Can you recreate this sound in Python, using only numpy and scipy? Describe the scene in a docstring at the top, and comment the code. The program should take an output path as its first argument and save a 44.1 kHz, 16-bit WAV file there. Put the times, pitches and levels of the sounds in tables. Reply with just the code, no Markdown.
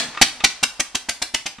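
"""An old single-cylinder engine on a home-built tractor picks up speed in a paved yard.
We come in on the tail of a pop, flywheel and belt churning underneath, nearby walls throwing it back.
The frame knocks, and the valve gear clacks ahead of the next two pops, the loudest. Each firing is a thump
that rings the exhaust, then a short tearing jet of gas. The pops come faster and weaker as the churn
fades; a last faint clack and knock close the scene."""
import sys
import numpy as np
from scipy import signal
from scipy.fft import rfft, irfft
from scipy.io import wavfile

SR = 44100
rng = np.random.default_rng(int(sys.argv[2]) if len(sys.argv) > 2 else 0)


def put_to_file(sound):
    """Save the sound as 16-bit audio at rate SR, in the file named by the first command-line argument."""
    columns = np.atleast_2d(sound).T  # one column per channel
    safe = np.clip(columns, -1, 1)
    whole_steps = np.round(safe * 32767)
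    wavfile.write(sys.argv[1], SR, whole_steps.astype(np.int16))


N = 70560

# Churn of flywheel and belt: freq_hz, density_db
CHURN_COLOUR = [(30, 16), (70, 13), (150, -16), (230, 1), (420, 4), (800, 15.5), (2500, 9.5), (5000, 10.5),
                (9000, -1), (14000, -42)]
CHURN_DB, CHURN_FADE_DB_PER_S = -39.5, -9.5
CHURN_DIP_HZ, CHURN_DIP_DB = 232, -1

# One row a firing: start_s, jet_db, jet_width_s, thump_db, boom_db, treble_db, puff_db, pipe_echo_gain,
# note_hz, note_db, bark_hz, bark_db, second_bark_hz, second_bark_db, yard_db
FIRINGS = [(-.027, -5, 0.002, -10, 6.5, -1.5, 4.5, 0, 730, -26, 2300, -5, 1930, -25, 1.5),
           (0.2132, -2, 0.0051, -4.5, -8.5, 0, 4.5, 0, 783, -8.5, 1820, 3, 2320, 7, -3.5),
           (0.4381, -3.5, 0.0038, -11, -7.5, -3, 4.5, 0.41, 770, -14.5, 2395, 8, 1560, -2, -3),
           (0.6276, -10.5, 0.0035, -16, 1, 3.5, -3, 0, 803, -24.5, 2760, 6.5, 1450, 2, -2.5),
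           (0.795, -15.5, 0.0033, -19, 1, 7, 3.5, 0.29, 592, -24, 2330, 6.5, 6300, 6, -3),
           (0.946, -21.5, 0.003, -24.5, 9.5, 11, 7, 0.17, 1020, -28.5, 3150, 8, 6350, 6.5, -1.5),
           (1.0858, -21.5, 0.0033, -21.5, 4.5, 11.5, 4.5, 0.1, 914, -28.5, 1593, 8, 2060, 8.5, 0),
           (1.216, -20, 0.0032, -25.5, 6.5, 9, 8, 0, 897, -27.5, 1740, -0.5, 5200, 3, -0.5),
           (1.3387, -17.5, 0.0028, -23, 5, 7, 8, 0, 640, -53, 3030, 8.5, 1990, 4, -0.5),
           (1.4567, -22.5, 0.0038, -23, 1.5, 0.5, -12, 0, 690, -37, 2410, 10.5, 6280, 7, 1.5)]
# Tone of the exhaust jet: freq_hz, density_db
JET_COLOUR = [(40, -23), (140, -12), (270, -4.5), (430, -11), (770, -3), (1020, -7.5), (1600, -.5),
              (2500, 0.5), (4000, 1), (6200, -2), (7800, -2.5), (9300, -8.5), (11000, -13.5), (14000, -36)]
JET_PEAK_S, JET_ROUNDNESS = 0.0098, 1.76   # roundness: 1 pointed, 2 rounded
JET_SKIRT_DB, JET_SKIRT_S = -26, 0.0048   # weaker flow around the peak
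BOOM_HZ, TREBLE_HZ, BOOM_STRETCH = 1200, 5070, 0.92
STEEPENING, BARK_OCTAVES = .15, 0.12
PIPE_ROUND_TRIP_HZ, PIPE_SWELL_S = 388, 0.0028
# Ring of the exhaust body: pitch_hz, level_db, t60_s
EXHAUST_MODES = [(196.7, -32, 0.21), (253, -11, 0.087), (309.5, -17.5, 0.099)]
CRACK_S, PUFF_DB, PUFF_S = 0.0001, -17.5, 0.0028

# Tone of the yard's reflections: freq_hz, level_db
YARD_COLOUR = [(40, -10), (160, -14.5), (240, -14.5), (450, -11.5), (780, -13), (1200, -10), (2500, -9.5),
               (5000, -9), (9000, -9), (14000, -11.5)]
# Length of the yard's tail: freq_hz, t60_s
YARD_DECAY = [(100, 1), (1000, 0.51), (4000, 0.44), (12000, 0.45)]
YARD_DELAY_S, YARD_BARK_SHARE = .007, 0.69
NEAR_DB, NEAR_FALL_S = -7.5, 0.017
WALL_S, WALL_DB, WALL_SPREAD_S = 0.055, -7.5, 0.016

# Dull knocks of the frame: start_s, level_db
FRAME_KNOCKS = [(0.087, -34.5), (1.586, -33.5)]
# Valve gear hits: start_s, level_db, treble_db
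VALVE_CLACKS = [(0.144, -31.5, -5), (0.17, -24, -5.5), (0.401, -28.5, 1), (1.581, -37, -3)]
# Tone of their rattle: freq_hz, density_db
RATTLE_COLOUR = [(100, -20), (400, -1.5), (1200, 9), (2600, 10), (4000, 1), (7000, -9.5), (14000, -62)]
# Ring of the struck steel: pitch_hz, level_db, t60_s
GEAR_MODES = [(1222, 10.5, 0.3), (1376, 1, 0.14), (1980, 12, 0.017), (2520, 14, 0.04), (3650, 13, 0.034)]
CLACK_RISE_S, CLACK_FALL_S, CLACK_RING_DB = .005, .006, 2

# Stereo width of direct sound: freq_hz, side_db
DIRECT_WIDTH = [(200, -9), (1300, -9), (2500, -11.5), (5000, -12), (6800, -1.5), (10000, -12)]
# Stereo width of diffuse sound: freq_hz, side_db
DIFFUSE_WIDTH = [(250, -16.5), (1000, -12), (2500, -5.5), (4500, -3), (7000, 2.5), (12000, -3.5)]
# Lean of the microphone pair: freq_hz, left_minus_right_db
STEREO_LEAN = [(1100, -0.5), (2000, 1), (6200, 0), (8800, -4.5), (12000, 2.5)]
MIC_TOP_HZ, MIC_CEILING, MIC_STOP_HZ = 10040, .87, 14900
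EDGES_HZ = np.geomspace(22, 16000, 29)
# Filter bank that shapes the noise: centre_hz, bandpass
BANK = [(np.sqrt(low * high), signal.butter(2, [low, high], "band", fs=SR, output="sos"))
        for low, high in zip(EDGES_HZ, EDGES_HZ[1:])]


def from_db(db):
    """Decibels to gain."""
    return 10 ** (np.asarray(db) / 20)


def rms_one(x):
    """Scale to rms 1."""
    return x / np.sqrt(np.mean(x ** 2) + 1e-20)


def at_hz(points, hz):
    """Read a table on a log-frequency axis."""
    freqs, values = np.transpose(points)
    return np.interp(np.log(hz), np.log(freqs), values)


def add(out, sound, start_s):
    """Mix a sound in at its cue."""
    i = int(start_s * SR)
    a, b = max(i, 0), min(i + sound.shape[-1], out.shape[-1])
    if b > a:
        out[..., a:b] += sound[..., a - i:b - i]


def low_cut(x, hz):
    """Roll off the lows."""
    return signal.sosfilt(signal.butter(2, hz, "high", fs=SR, output="sos"), x)


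def ring(x, hz, t60):
    """A mode: a unit click leaves a dying sine of height 1."""
    r, w = from_db(-60 / (t60 * SR)), 2 * np.pi * hz / SR
    return signal.lfilter([0, np.sin(w)], [1, -2 * r * np.cos(w), r * r], x + 1e-18)


def bark(x, hz, db):
    """Colour a noise by lifting or dipping one narrow band."""
    peak = signal.iirpeak(hz, 1 / (BARK_OCTAVES * np.log(2)), fs=SR)
    return x + (from_db(db) - 1) * signal.lfilter(*peak, x)


def noise_bands(width, size):
    """White stereo noise split into bands: centre_hz, band."""
    white = rng.standard_normal((2, 2, size + SR // 10))
    for k, (hz, sos) in enumerate(BANK):
        mid, side = signal.sosfilt(sos, white[k % 2])[:, -size:]
        spread, lean = from_db(at_hz(width, hz)), from_db(at_hz(STEREO_LEAN, hz) / 2)
        left, right = (mid + spread * side) * lean, (mid - spread * side) / lean
        yield hz, np.array([left, right]) / np.hypot(1, spread)


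def coloured(colour, width, size):
    """Stereo noise of a given colour, rms 1."""
    return rms_one(sum(from_db(at_hz(colour, hz)) * band for hz, band in noise_bands(width, size)))


def churning_works():
    """A fading bed of flywheel, belt and gears, with a slight dip in its low tone."""
    churn = bark(coloured(CHURN_COLOUR, DIFFUSE_WIDTH, N), CHURN_DIP_HZ, CHURN_DIP_DB)
    return from_db(CHURN_DB + CHURN_FADE_DB_PER_S * np.arange(N) / SR) * churn


def exhaust_thump(t, puff_db):
    """The valve opens with a pulse that rings the exhaust; the slug of gas follows as a slow push."""
    pulse = t * np.exp(-t / (CRACK_S / 2))
    body = sum(from_db(db) * ring(pulse / pulse.sum(), hz, t60) for hz, db, t60 in EXHAUST_MODES)
    from_peak = (t - JET_PEAK_S) / PUFF_S
    puff = from_db(PUFF_DB + puff_db) * from_peak * np.exp(-.5 * from_peak ** 2)
    return puff - body


def pipe_note(t, hz):
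    """The air column sounds a hollow note for a few cycles while the gas rushes through."""
    swell = t / PIPE_SWELL_S
    return -swell * np.exp(1 - swell) * np.sin(2 * np.pi * hz * t)


def gas_jet(t, width_s, boom_db, treble_db):
    """Turbulent gas swells and dies within milliseconds; the lows hang on longer than the highs."""
    burst, steady = 0, 0
    for hz, band in noise_bands(DIRECT_WIDTH, len(t)):
        low, high = 1 / (1 + (hz / BOOM_HZ) ** 2), 1 / (1 + (TREBLE_HZ / hz) ** 2)
        from_peak = abs(t - JET_PEAK_S) / (1 + BOOM_STRETCH * low)
        core = np.exp(-.5 * (from_peak / width_s) ** JET_ROUNDNESS)
        skirt = from_db(JET_SKIRT_DB) * np.exp(-from_peak / JET_SKIRT_S)
        band = band * from_db(at_hz(JET_COLOUR, hz))
        steady = steady + band
        burst = burst + band * (core + skirt) * from_db(boom_db * low + treble_db * high)
    attack = 1 - np.exp(-(t / 0.00081) ** 2)
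    burst = burst / steady.std() * attack
    rasp = low_cut(burst * np.tanh(burst), hz=1800)   # the wave steepens where it is strong
    return low_cut(burst, hz=160) - STEEPENING * rasp


def pipe_echo(gas, echo_gain):
    """The jet bounces along the pipe, duller on each round trip."""
    size = gas.shape[-1]
    hz = np.arange(size // 2 + 1) * SR / size
    feedback = echo_gain / (1 + (hz / 5000) ** 2)
    round_trip = np.exp(-2j * np.pi * hz / PIPE_ROUND_TRIP_HZ)
    return irfft(rfft(gas) * np.sqrt(1 - feedback ** 2) / (1 - feedback * round_trip), size)


def yard_response():
    """Near scatter off chassis and ground, a smeared slap from a wall and a diffuse tail."""
    t, out = np.arange(SR // 2) / SR, 0
    near = np.exp(-t / NEAR_FALL_S)
    near *= from_db(NEAR_DB - at_hz(YARD_COLOUR, 1340)) / np.linalg.norm(near)
    wall = 1 + from_db(WALL_DB) * np.exp(-.5 * ((t + YARD_DELAY_S - WALL_S) / WALL_SPREAD_S) ** 2)
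    for hz, band in noise_bands(DIFFUSE_WIDTH, len(t)):
        tail = wall * from_db(-60 * t / at_hz(YARD_DECAY, hz))
        envelope = np.hypot(tail / np.linalg.norm(tail), near)
        out = out + band * envelope * from_db(at_hz(YARD_COLOUR, hz))
    return low_cut(out, hz=90)


def yard_reflections(sound, start_s, yard_db):
    """The yard's return, with a fresh fine pattern each time, as tractor and microphone move."""
    out = np.zeros((2, N))
    wet = signal.fftconvolve(sound.mean(0)[None], yard_response(), axes=1)
    add(out, from_db(yard_db) * wet, start_s + YARD_DELAY_S)
    return out


def frame_knock(t):
    """A click rings one low, quickly damped mode of the frame."""
    return ring(1. * (t == 0), hz=233, t60=0.042)


def valve_clack(t, treble_db):
    """A short rattle of steel parts; as they seat, the gear is struck and rings."""
    contact = np.minimum(t / CLACK_RISE_S, 1) * np.exp(-np.maximum(t - CLACK_RISE_S, 0) / CLACK_FALL_S)
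    colour = [(hz, db + treble_db * (hz > 2000)) for hz, db in RATTLE_COLOUR]
    rattle = contact * coloured(colour, DIRECT_WIDTH, len(t))
    seat = np.diff(1. * (t > CLACK_RISE_S), prepend=0)
    steel = sum(from_db(db + treble_db * (hz > 2000)) * ring(seat, hz, t60)
                for hz, db, t60 in GEAR_MODES)
    return rattle + from_db(CLACK_RING_DB) * rattle.std() * rms_one(steel)


def scene():
    """Pops, knocks and clacks sound into the yard, over the churning bed."""
    out, t = churning_works(), np.arange(SR // 8) / SR
    for (start_s, jet_db, jet_width_s, thump_db, boom_db, treble_db, puff_db, echo_gain,
         note_hz, note_db, bark_hz, bark_db, second_hz, second_db, yard_db) in FIRINGS:
        thump = from_db(thump_db) * exhaust_thump(t, puff_db)
        note = from_db(note_db) * pipe_note(t, note_hz)
        gas = from_db(jet_db) * pipe_echo(gas_jet(t, jet_width_s, boom_db, treble_db), echo_gain)
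        barking_gas = bark(bark(gas, bark_hz, bark_db), second_hz, second_db)
        pop = thump + note + barking_gas
        add(out, pop, start_s)
        plain = thump + gas
        send = plain + YARD_BARK_SHARE * (pop - plain)   # the yard keeps only part of the pop's colour
        out += yard_reflections(send, start_s, yard_db)
    clatter = np.zeros((2, N))
    for start_s, level_db in FRAME_KNOCKS:
        add(clatter, from_db(level_db) * frame_knock(t), start_s)
    for start_s, level_db, treble_db in VALVE_CLACKS:
        add(clatter, from_db(level_db) * valve_clack(t, treble_db), start_s)
    return out + clatter + yard_reflections(clatter, start_s=0, yard_db=0)


def record(dry):
    """The microphone dulls the top and is overloaded by the loudest pops; the highest treble is cut."""
    dulled = signal.sosfilt(signal.butter(2, MIC_TOP_HZ, fs=SR, output="sos"), dry)
    squashed = dulled / (1 + (dulled / MIC_CEILING) ** 6) ** (1 / 6)
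    return signal.sosfilt(signal.cheby2(14, 60, MIC_STOP_HZ, fs=SR, output="sos"), squashed)


dry = scene()
out = record(dry)
put_to_file(out)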